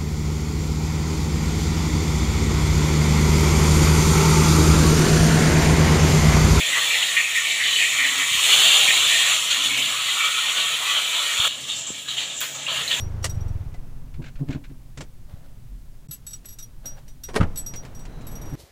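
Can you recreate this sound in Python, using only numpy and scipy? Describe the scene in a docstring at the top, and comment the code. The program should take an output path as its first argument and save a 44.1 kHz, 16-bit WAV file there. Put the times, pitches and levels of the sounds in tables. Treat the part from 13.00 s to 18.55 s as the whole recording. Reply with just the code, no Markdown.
"""Inside a parked car, from the driver's seat: the ignition key clicks off, the idle shudders to a stop.
Gear lever, handbrake and trim knock and tick (coloured noise bursts, low booms); keys jingle (damped sines).
Cloth brushes the seat; the handle is pulled, the latch snaps and the door thuds off its seal.
Behind it lie cabin rumble, rushing air and hiss, all shaped noise; the air grows after the door opens."""
import sys
import numpy as np
from scipy import signal
from scipy.fft import rfft, irfft, next_fast_len
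from scipy.io import wavfile
from scipy.ndimage import uniform_filter1d

SR = 44100
rng = np.random.default_rng(int(sys.argv[2]) if len(sys.argv) > 2 else 0)


def wav_record(signal):
    """Record a signal, one row per channel, as 16-bit PCM in the file named by sys.argv[1]."""
    frames = np.transpose(np.atleast_2d(signal))
    bounded = np.clip(frames, -1, 1)
    # unit amplitude maps onto the largest positive 16-bit level
    quanta = np.round(bounded * 32767).astype(np.int16)
    wavfile.write(sys.argv[1], SR, quanta)


N = 244931
TIME = np.arange(N) / SR  # s, whole scene
AGE = np.arange(SR // 2) / SR  # s, since one sound began

# Spectrum of small plastic parts, clicking or rattling: f/Hz, relative level/dB
CLICK_COLOUR = [(120, 4.5), (200, -3), (647, -9.5), (1040, -13.5), (2250, -11), (3120, -15), (3470, -16.5),
                (6900, -17.5), (7420, -15.5), (10800, -35), (15000, -42)]


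def amp(db):
    """Decibels to gain."""
    return 10 ** (np.asarray(db) / 20)


def unit(x):
    """Scale to rms 1."""
    return x / np.sqrt(np.mean(x ** 2) + 1e-20)


def add(track, s, sound):
    """Mix a sound in, starting at s seconds."""
    start = max(round(s * SR), 0)
    part = sound[:max(N - start, 0)]
    track[start:start + len(part)] += part


def noise(colour, size):
    """Noise of rms 1 with a spectrum drawn through (f/Hz, level/dB) points."""
    hz, db = np.transpose(colour)
    m = next_fast_len(size)
    grid = np.fft.rfftfreq(m, 1 / SR)
    gain = amp(np.interp(np.log(grid + 1), np.log(hz + 1), db))
    white = rng.standard_normal(m)
    return unit(irfft(rfft(white) * gain, m)[:size])


def fade(t60):
    """Exponential decay by 60 dB in t60 seconds."""
    return np.exp(-np.log(1000) * AGE / t60)


def soft_start(attack):
    """Exponential approach to full level with time constant attack/s."""
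    return 1 - np.exp(-AGE / attack)


def ring(modes, attack, phase=0):
    """Struck body: damped sines (f/Hz, level/dB, t60/s) with a soft start."""
    tone = sum(amp(db) * fade(t60) * np.sin(2 * np.pi * hz * AGE + phase) for hz, db, t60 in modes)
    return tone * soft_start(attack)


def contacts(rows, colour, grain_db, bass_hold=1.0):
    """Contacts (t/s, level/dB, rise/s, t60/s) swell and die in dense reflections; tiny slips make them grainy."""
    out = np.zeros(N)
    bass_filter = signal.butter(2, 700, fs=SR, output="sos")
    knots = AGE[::SR // 1000]  # a new slip about every millisecond
    for s, db, rise, t60 in rows:
        t = AGE - 3 * rise
        swell = np.exp(-(t / rise) ** 2)
        decay = np.exp(-np.log(1000) * np.abs(t) / t60)
        shape = np.where(t < 0, swell, decay)
        grain = np.interp(AGE, knots, rng.standard_normal(len(knots)))
        grains = unit(amp(grain_db * grain) * noise(colour, len(AGE)))
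        bass = signal.sosfiltfilt(bass_filter, grains)
        # the bass lasts bass_hold times as long
        sound = shape * (grains - bass) + shape ** (1 / bass_hold) * bass
        add(out, s - 3 * rise, amp(db) * sound)
    return out


def booms(rows):
    """Soft blows through rubber mounts (t/s, peak level/dB, f/Hz, half length/s): brief cycles of cabin boom."""
    out = np.zeros(N)
    for s, db, hz, half in rows:
        near = np.abs(TIME - s) < 10 * half
        t = TIME[near] - s
        out[near] -= amp(db) * np.cos(2 * np.pi * hz * t) / np.cosh(np.pi / 2 * t / half)
    return out


def cabin(sound, wet_db, t60):
    """Direct sound plus short reflections of windscreen and trim, different for every position."""
    build_up = 1 - np.exp(-(AGE / 0.015) ** 2)
    tail = rng.standard_normal(len(AGE)) * fade(t60) * build_up
    reflections = signal.fftconvolve(sound, tail / np.linalg.norm(tail))[:len(AGE)]
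    return sound + amp(wet_db) * reflections


def hiss(level_db=-63.0):
    """Faint steady high-pitched noise."""
    # Spectrum of the hiss: f/Hz, relative level/dB
    hiss_colour = [(590, -34), (1000, -9.5), (1940, -6), (3050, -6.5), (3300, -6.5), (14100, -8.5),
                   (16000, -9.5)]
    return amp(level_db) * noise(hiss_colour, N)


def cabin_rumble(gain_db=3):
    """Low noise in the cabin whose level wanders slowly."""
    # Course of the rumble: t/s, level before gain_db/dB
    rumble_course = [(0, -37), (1.35, -36.5), (1.8, -41), (2.05, -44), (2.7, -40), (3.0, -45.5),
                     (4.25, -41.5), (4.5, -38), (4.75, -39), (5.55, -35.5)]
    # Spectrum of the rumble: f/Hz, relative level/dB
    rumble_colour = [(8.8, 3), (15, 8), (21, 1.5), (48, -5), (70, -12), (130, -10), (207, -25),
                     (258, -21.5), (296, -30.5), (400, -41), (520, -79), (880, -120)]
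    times, levels = np.transpose(rumble_course)
    return amp(np.interp(TIME, times, levels) + gain_db) * noise(rumble_colour, N)


def air_rush():
    """Noise of air: steady in the cabin, dying from the engine bay, puffing then growing through the door."""
    cabin_db = -59
    bay_db, bay_stop_s, bay_fall_db_per_s = -44.5, 0.44, 26
    open_s, outside_db, outside_rise_db_per_s = 4.41, -56.5, 14.5
    puff_db, puff_fall_db_per_s = -43, 70
    # Spectrum of the air: f/Hz, relative level/dB
    air_colour = [(88, -13), (150, 1), (221, -9), (331, -12), (936, -19), (3470, -34.5), (3970, -37),
                  (4810, -40), (5950, -37), (7210, -43), (15000, -60)]
    bay = amp(bay_db - bay_fall_db_per_s * np.maximum(TIME - bay_stop_s, 0))
    open_for = np.maximum(TIME - open_s, 0)
    growing = amp(outside_db + outside_rise_db_per_s * open_for)
    puff = amp(puff_db - puff_fall_db_per_s * open_for)
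    outside = (TIME > open_s) * (growing + puff)
    return (amp(cabin_db) + bay + outside) * noise(air_colour, N)


def clothes(rise_s=.015):
    """The driver's arm and clothes brush the seat: soft grainy noise."""
    # Strokes of cloth: t/s, level/dB, t60/s
    rustles = [(1.4, -51.5, 0.083), (1.49, -50, 0.23), (2.3, -56, 1), (2.44, -58, .6), (3.7, -64.5, 0.95),
               (3.85, -50.5, 0.7), (3.98, -47, 0.12), (4.84, -46.5, 0.37)]
    cloth_colour = [(200, -27), (550, 5.5), (1000, -4.5), (1500, -5.5), (2200, -12.0),
                    (4000, -14.5), (9000, -26.5)]  # f/Hz, relative level/dB
    brushes = [(s, db, rise_s, t60) for s, db, t60 in rustles]
    return contacts(brushes, cloth_colour, grain_db=3.5)


def hinge(squeak_db=-62, start=5.04, length=0.27):
    """A faint thin squeak as the door begins to swing: narrow noise under one smooth swell."""
    swell = np.sin(np.pi * np.clip((TIME - start) / length, 0, 1))
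    squeak_colour = [(3000, -50), (3780, -25), (3850, -4), (3970, -14), (4090, 0),
                     (4200, -22), (5000, -50)]  # f/Hz, relative level/dB
    return amp(squeak_db) * swell * noise(squeak_colour, N)


def engine(idle_db=-34, stop=0.39, coast=.03, count=9):
    """A steady idle gives way to ever slower compression strokes that rock the car on its mounts."""
    # the lag of each stroke on the idle's spacing grows by a factor
    firing_hz, first_stroke_s, lag_s, lag_growth = 26.62, .336, .004, 1.3
    # strokes weaken once the engine is nearly still
    stroke_db, stroke_hz, stroke_half_s, weaken_s, weaken_db_per_s = -17, 89.4, 0.006, .57, 69
    # the rocking swings widest at its peak time
    rock_db, rock_peak_s, rock_rise_db_per_s, rock_fall_db_per_s = -28, .45, 200, 28
    # Idle vibration at 1, 2, 3, .. times the firing rate: relative level/dB
    idle_harmonics = [-4, -8, 1, 0, -12, -22, -23]
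    turns = firing_hz * TIME
    idle = sum(amp(db) * np.sin(2 * np.pi * (k * turns + rng.random()))
               for k, db in enumerate(idle_harmonics, start=1))
    running = np.clip((stop - TIME) / coast + .5, 0, 1)

    gaps = 1 / firing_hz + lag_s * lag_growth ** np.arange(count)
    times = first_stroke_s + np.append(0, np.cumsum(gaps))
    strokes = [(s, stroke_db - weaken_db_per_s * max(s - weaken_s, 0), stroke_hz, stroke_half_s)
               for s in times]

    late = TIME - rock_peak_s
    swing_db = rock_db + np.minimum(rock_rise_db_per_s * late, -rock_fall_db_per_s * late)
    cycles = np.interp(TIME, times, np.arange(len(times)))  # one rock per stroke
    rocking = amp(swing_db) * np.sin(2 * np.pi * cycles)
    # sqrt(2) turns the rms levels of idle and rocking into sine peaks
    return np.sqrt(2) * (amp(idle_db) * running * idle + rocking) + booms(strokes)


def ignition_switch():
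    """The ignition switch clicks over: a few contacts in quick succession."""
    # Contacts of the switch: t/s, level/dB, rise/s, t60/s
    switch_contacts = [(.227, -52, 0.0019, 0.15), (.2445, -20.5, 0.0021, 0.086), (.255, -25, 0.0024, 0.05)]
    # Spectrum of the switch: f/Hz, relative level/dB
    switch_colour = [(180, -42), (300, -5), (614, 4), (1030, -0.5), (1210, 3), (1640, -1.5), (1840, 4.5),
                     (2520, -7), (2840, 2.5), (3520, -1.5), (6960, 0.5), (8790, -3), (16000, -27)]
    return contacts(switch_contacts, switch_colour, grain_db=1.5)


def plastic_clicks(rise_s=0.0022, t60=0.091):
    """Handbrake and trim click; a part in the dashboard ticks as the engine stops."""
    # Clicks: t/s, level/dB
    click_times = [(.743, -46), (1.976, -34), (2.009, -30), (3.448, -45.5), (3.99, -54), (4.081, -50.5),
                   (4.337, -42), (4.739, -32.5), (4.852, -40), (5.055, -41), (5.212, -46.5)]
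    # Modes of the dashboard part: f/Hz, level before the soft start/dB, t60/s
    dash_modes = [(720, -40, 0.06), (2010, -46, 0.088)]
    rows = [(s, db, rise_s, t60) for s, db in click_times]
    out = contacts(rows, CLICK_COLOUR, grain_db=2.0, bass_hold=1.6)
    add(out, .745, ring(dash_modes, attack=0.0017))
    return out


def knocks():
    """Knocks on lever, console and trim boom and shake a panel, which rings an octave higher; seat and floor bump."""
    knock_hz, knock_half_s = 141.5, 0.013
    panel_ring_db, panel_rise_s, panel_t60 = -5, .011, .18
    # Soft knocks: t/s, boom level/dB, panel noise level/dB
    knock_times = [(1.2, -28.5, -32.5), (1.421, -18, -29.5), (1.496, -22.5, -26), (1.56, -26.5, -29),
                   (1.712, -36, -41), (1.999, -33, -42.5), (3.098, -32.5, -50), (3.86, -47, -44.5),
                   (4.295, -53, -46), (4.756, -50, -43), (5.215, -48, -43), (5.54, -28, -34)]
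    # Spectrum of the panel: f/Hz, relative level/dB
    panel_colour = [(100, 2.5), (190, -8.5), (265, 8), (340, -5.5), (420, -10.5), (600, -20), (1000, -21.5),
                    (2000, -71)]
    # Dull bumps of seat and floor: t/s, peak level/dB, f/Hz, half length/s
    bumps = [(1.165, -29, 62.5, .021), (2.341, -25, 86, 0.0037), (2.745, -30.5, 40.4, 0.047)]
    boom = booms([(s, db, knock_hz, knock_half_s) for s, db, _ in knock_times])
    note = booms([(s, db + panel_ring_db, 2 * knock_hz, knock_half_s) for s, _, db in knock_times])
    shaken = [(s, db, panel_rise_s, panel_t60) for s, _, db in knock_times]
    panel = contacts(shaken, panel_colour, grain_db=1.5)
    return boom + note + panel + booms(bumps)


def gear_linkage():
    """The lever's linkage sticks and slips, hardest in the middle of a slide."""
    spacing_s, rise_s, t60, edge_db = .02, 0.0039, 0.1, 11  # edge_db: softening towards both ends
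    # Slides: start t/s, length/s, level at the middle/dB
    slides = [(1.143, .02, -50), (1.224, .08, -40), (1.359, .02, -50.5), (1.489, .08, -36),
              (1.644, .02, -45.5), (1.701, .02, -57)]
    # Spectrum of the linkage: f/Hz, relative level/dB
    slide_colour = [(300, 0.5), (1100, -9), (1380, 0.5), (1600, 4), (1900, -4), (2200, 2), (2510, -0.5),
                    (2750, -3), (3000, -4.5), (4300, -8), (5000, -14.5), (7500, -15), (12000, -55)]
    rows = []
    for start, length, db in slides:
        n = max(round(length / spacing_s), 1)
        for k in range(n):
            off_centre = abs(2 * k + 1 - n) / n
            rows.append((start + k * spacing_s, db - edge_db * off_centre, rise_s, t60))
    return contacts(rows, slide_colour, grain_db=2.5)


def touches(rebound_db=-6):
    """Jolted keys swing back and touch again more softly: (t/s, free swing/s, four relative levels/dB)."""
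    # Jolts: t/s, relative levels/dB of touch, low, middle and high ring, rebounds (rounded), free swing/s
    jolts = [(.0014, -34.5, -40, -59, -44, 0.46, .094), (0.229, -34, -41, -59, -65, 0, .03),
             (.295, -31.5, -36.5, -48, -49, 0, 0.02), (0.344, -48, -54.5, -63, -64, 0, .02),
             (.406, -49.5, -49.5, -75, -61, 0, 0.025), (.481, -45, -58, -65, -75, 0, 0.013),
             (3.085, -51, -58, -58, -70, 0, 0.019), (3.11, -26, -52, -38, -34, 1, .022),
             (3.266, -29.5, -47, -36.5, -41, 0.85, .04), (3.3318, -28.5, -37, -36, -58, 0, 0.018),
             (3.455, -34.5, -49, -42.5, -44, 0, 0.011), (3.486, -34, -46, -51, -44, 2, .019),
             (3.586, -28, -45.5, -46.5, -54, 0, 0.035), (3.624, -37, -40.5, -67, -46, 0, .024),
             (3.8562, -27.5, -34, -49, -44, 0, 0.1), (4.0801, -38.5, -56.5, -73, -80, 0.21, .06),
             (4.2354, -27, -36.5, -48, -41.5, 0, 0.17), (4.558, -28, -43, -46, -48, 0, 0.017),
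             (4.573, -25, -41.5, -31, -34, 0, 0.11), (4.662, -30, -33, -49, -40, 0, 0.095),
             (4.758, -33.5, -38, -63, -50.5, 0, 0.041), (4.948, -39, -49.5, -60, -60, 0, 0.047),
             (4.992, -39, -53, -57, -63, 0, 0.067), (5.2676, -33, -56, -47, -42.5, 1.2, .044),
             (5.353, -36, -42, -61, -49.5, 0, 0.03), (5.414, -37.5, -46.5, -60, -49.5, 2.54, .04)]
    rows = []
    for s, *levels, rebounds, swing in jolts:
        rows.append((s, swing, *levels))
        for k in range(round(rebounds)):
            rows.append((s + (k + 1) * swing, swing, *np.add(levels, rebound_db)))
    return rows


def keys(ring_db=6, minor_db=-14, clash_db=-16, clash_t60=0.16, scatter_db=3, clink_db=-18,
         clink_t60=0.025, choke_t60=0.039, count=7):
    """Each touch rings the keys in new proportions over a bright clash, until they rest against each other."""
    # Strongest modes, low to high: f/Hz, t60/s
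    strong_modes = [(5745, 0.19), (7909, 0.12), (11492, 0.099)]
    # Weaker modes of the bunch: f/Hz, relative level/dB, t60/s
    weak_modes = [(2780, -14, 0.072), (3320, -12.5, 0.12), (3767, -3.5, 0.093), (4350, -1.5, 0.047),
                  (5990, -9, 0.22), (6600, -25, 0.036), (8470, -13.5, 0.27), (9370, -1.5, 0.072),
                  (13020, -0.5, 0.059), (13900, -12, 0.073), (15625, -9, .06)]
    clash_colour = [(600, -43), (1300, -1.5), (2200, -5.5), (3500, -1.0), (6000, 2.5), (8500, -2),
                    (12000, -6.0), (16000, -14)]  # f/Hz, relative level/dB
    out = np.zeros(N)
    for s, swing, db, *levels in touches():
        main = [(hz + rng.normal(0, 7.4), level + ring_db, t60)
                for (hz, t60), level in zip(strong_modes, levels)]
        minor = [(hz, db + minor_db + level + scatter_db * rng.normal(), t60)
                 for hz, level, t60 in weak_modes]
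        # the other keys clink briefly, at pitches that depend on how they hang
        clinks = [(rng.uniform(3336, 12500), db + clink_db + scatter_db * rng.normal(), clink_t60)
                  for _ in range(count)]
        tone = ring(main, attack=0.002, phase=2 * np.pi * rng.random())
        tone = tone + ring(minor + clinks, attack=0.0041)
        # the free swing over, contact damps the ringing
        choke = np.exp(-np.log(1000) * np.maximum(AGE - swing, 0) / choke_t60)
        clash = amp(db + clash_db) * fade(clash_t60) * soft_start(0.00022) * noise(clash_colour, len(AGE))
        add(out, s, cabin(tone * choke, wet_db=-7.5, t60=0.049) + clash)
    return out


def latch():
    """The handle is pulled and the latch snaps, ringing its housing."""
    # Contacts of handle and latch: t/s, level/dB, rise/s, t60 above the bass/s
    latch_contacts = [(4.289, -37, .003, 0.13), (4.3435, -32, 0.0012, 0.057), (4.355, -27.5, .003, 0.056),
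                      (4.362, -17, 0.0018, 0.058), (4.366, -23, .002, 0.075), (4.372, -29.5, 0.0022, 0.096)]
    # Spectrum of the latch: f/Hz, relative level/dB
    latch_colour = [(59, -33), (100, -5.5), (283, -2), (424, -0.5), (818, -5.5), (1100, -5), (1200, -8.5),
                    (1870, -8), (2040, -12), (2320, -12), (3190, -16.5), (5190, -20), (8640, -24.5),
                    (9410, -21.5), (16000, -47)]
    # Modes of the latch housing: f/Hz, level before the soft start/dB, t60/s
    housing_modes = [(424.5, -21.5, 0.1), (497, -37, 0.15), (1586, -5, 0.016), (1876, -14.5, 0.045),
                     (2247, -16, 0.036)]
    out = contacts(latch_contacts, latch_colour, grain_db=-0.5, bass_hold=2.26)
    add(out, 4.363, ring(housing_modes, attack=0.0045))
    return out


def door_release(rattle_db=-42, rattle_t60=0.052):
    """The seal pushes the door off its striker with a thud of door and cabin modes that rattles the trim."""
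    # Contacts of the door: t/s, level/dB, rise/s, t60 above the bass/s
    door_contacts = [(4.403, -28, 0.0022, 0.15), (4.41, -18.5, .001, 0.098), (4.432, -24.5, .0015, 0.068)]
    # Spectrum of the door: f/Hz, relative level/dB
    door_colour = [(88, -39), (150, -5), (393, -21.5), (505, -15), (624, -22), (757, -21), (1050, -25),
                   (1300, -16), (1400, -21), (2920, -33.5), (3750, -40.5), (7080, -49.5), (15000, -70)]
    # Low modes of door and cabin: f/Hz, level before the soft start/dB, t60/s
    thud_modes = [(30, -25, 0.074), (89.2, -10.5, 0.222), (111.2, -17, 0.16), (167.5, -16.5, 0.2),
                  (246.7, -22, 0.14)]
    # Cabin pressure swings as the seal peels away: t/s, peak level/dB, f/Hz, half length/s
    seal_swings = [(4.439, -12, 90, 0.0115), (4.455, -19.5, 14.6, 0.073)]
    release = contacts(door_contacts, door_colour, grain_db=2.4, bass_hold=2.0)
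    add(release, 4.4015, ring(thud_modes, attack=0.00096))
    shaken = [(s, rattle_db, rise, rattle_t60) for s, _, rise, _ in door_contacts[1:]]
    rattle = contacts(shaken, CLICK_COLOUR, grain_db=1.5, bass_hold=1.7)
    return release + rattle + booms(seal_swings)


def scene():
    """Everything as heard from the driver's seat, in one channel."""
    background = hiss() + cabin_rumble() + air_rush()
    controls = ignition_switch() + plastic_clicks() + knocks() + gear_linkage()
    door = latch() + door_release() + hinge()
    return (background + clothes() + engine() + controls + keys() + door)[None]


def record(dry, top_hz=15950):
    """The sound drops out for an instant; the microphone keeps nothing above its band limit."""
    sounding = (TIME < 3.073) | (TIME > 3.086)
    live = uniform_filter1d(1. * sounding, size=60)  # softened edges
    m = next_fast_len(N + SR // 2)
    in_band = np.fft.rfftfreq(m, 1 / SR) < top_hz
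    return irfft(rfft(dry * live, m) * in_band, m)[..., :N]


dry = scene()
out = record(dry)
wav_record(out)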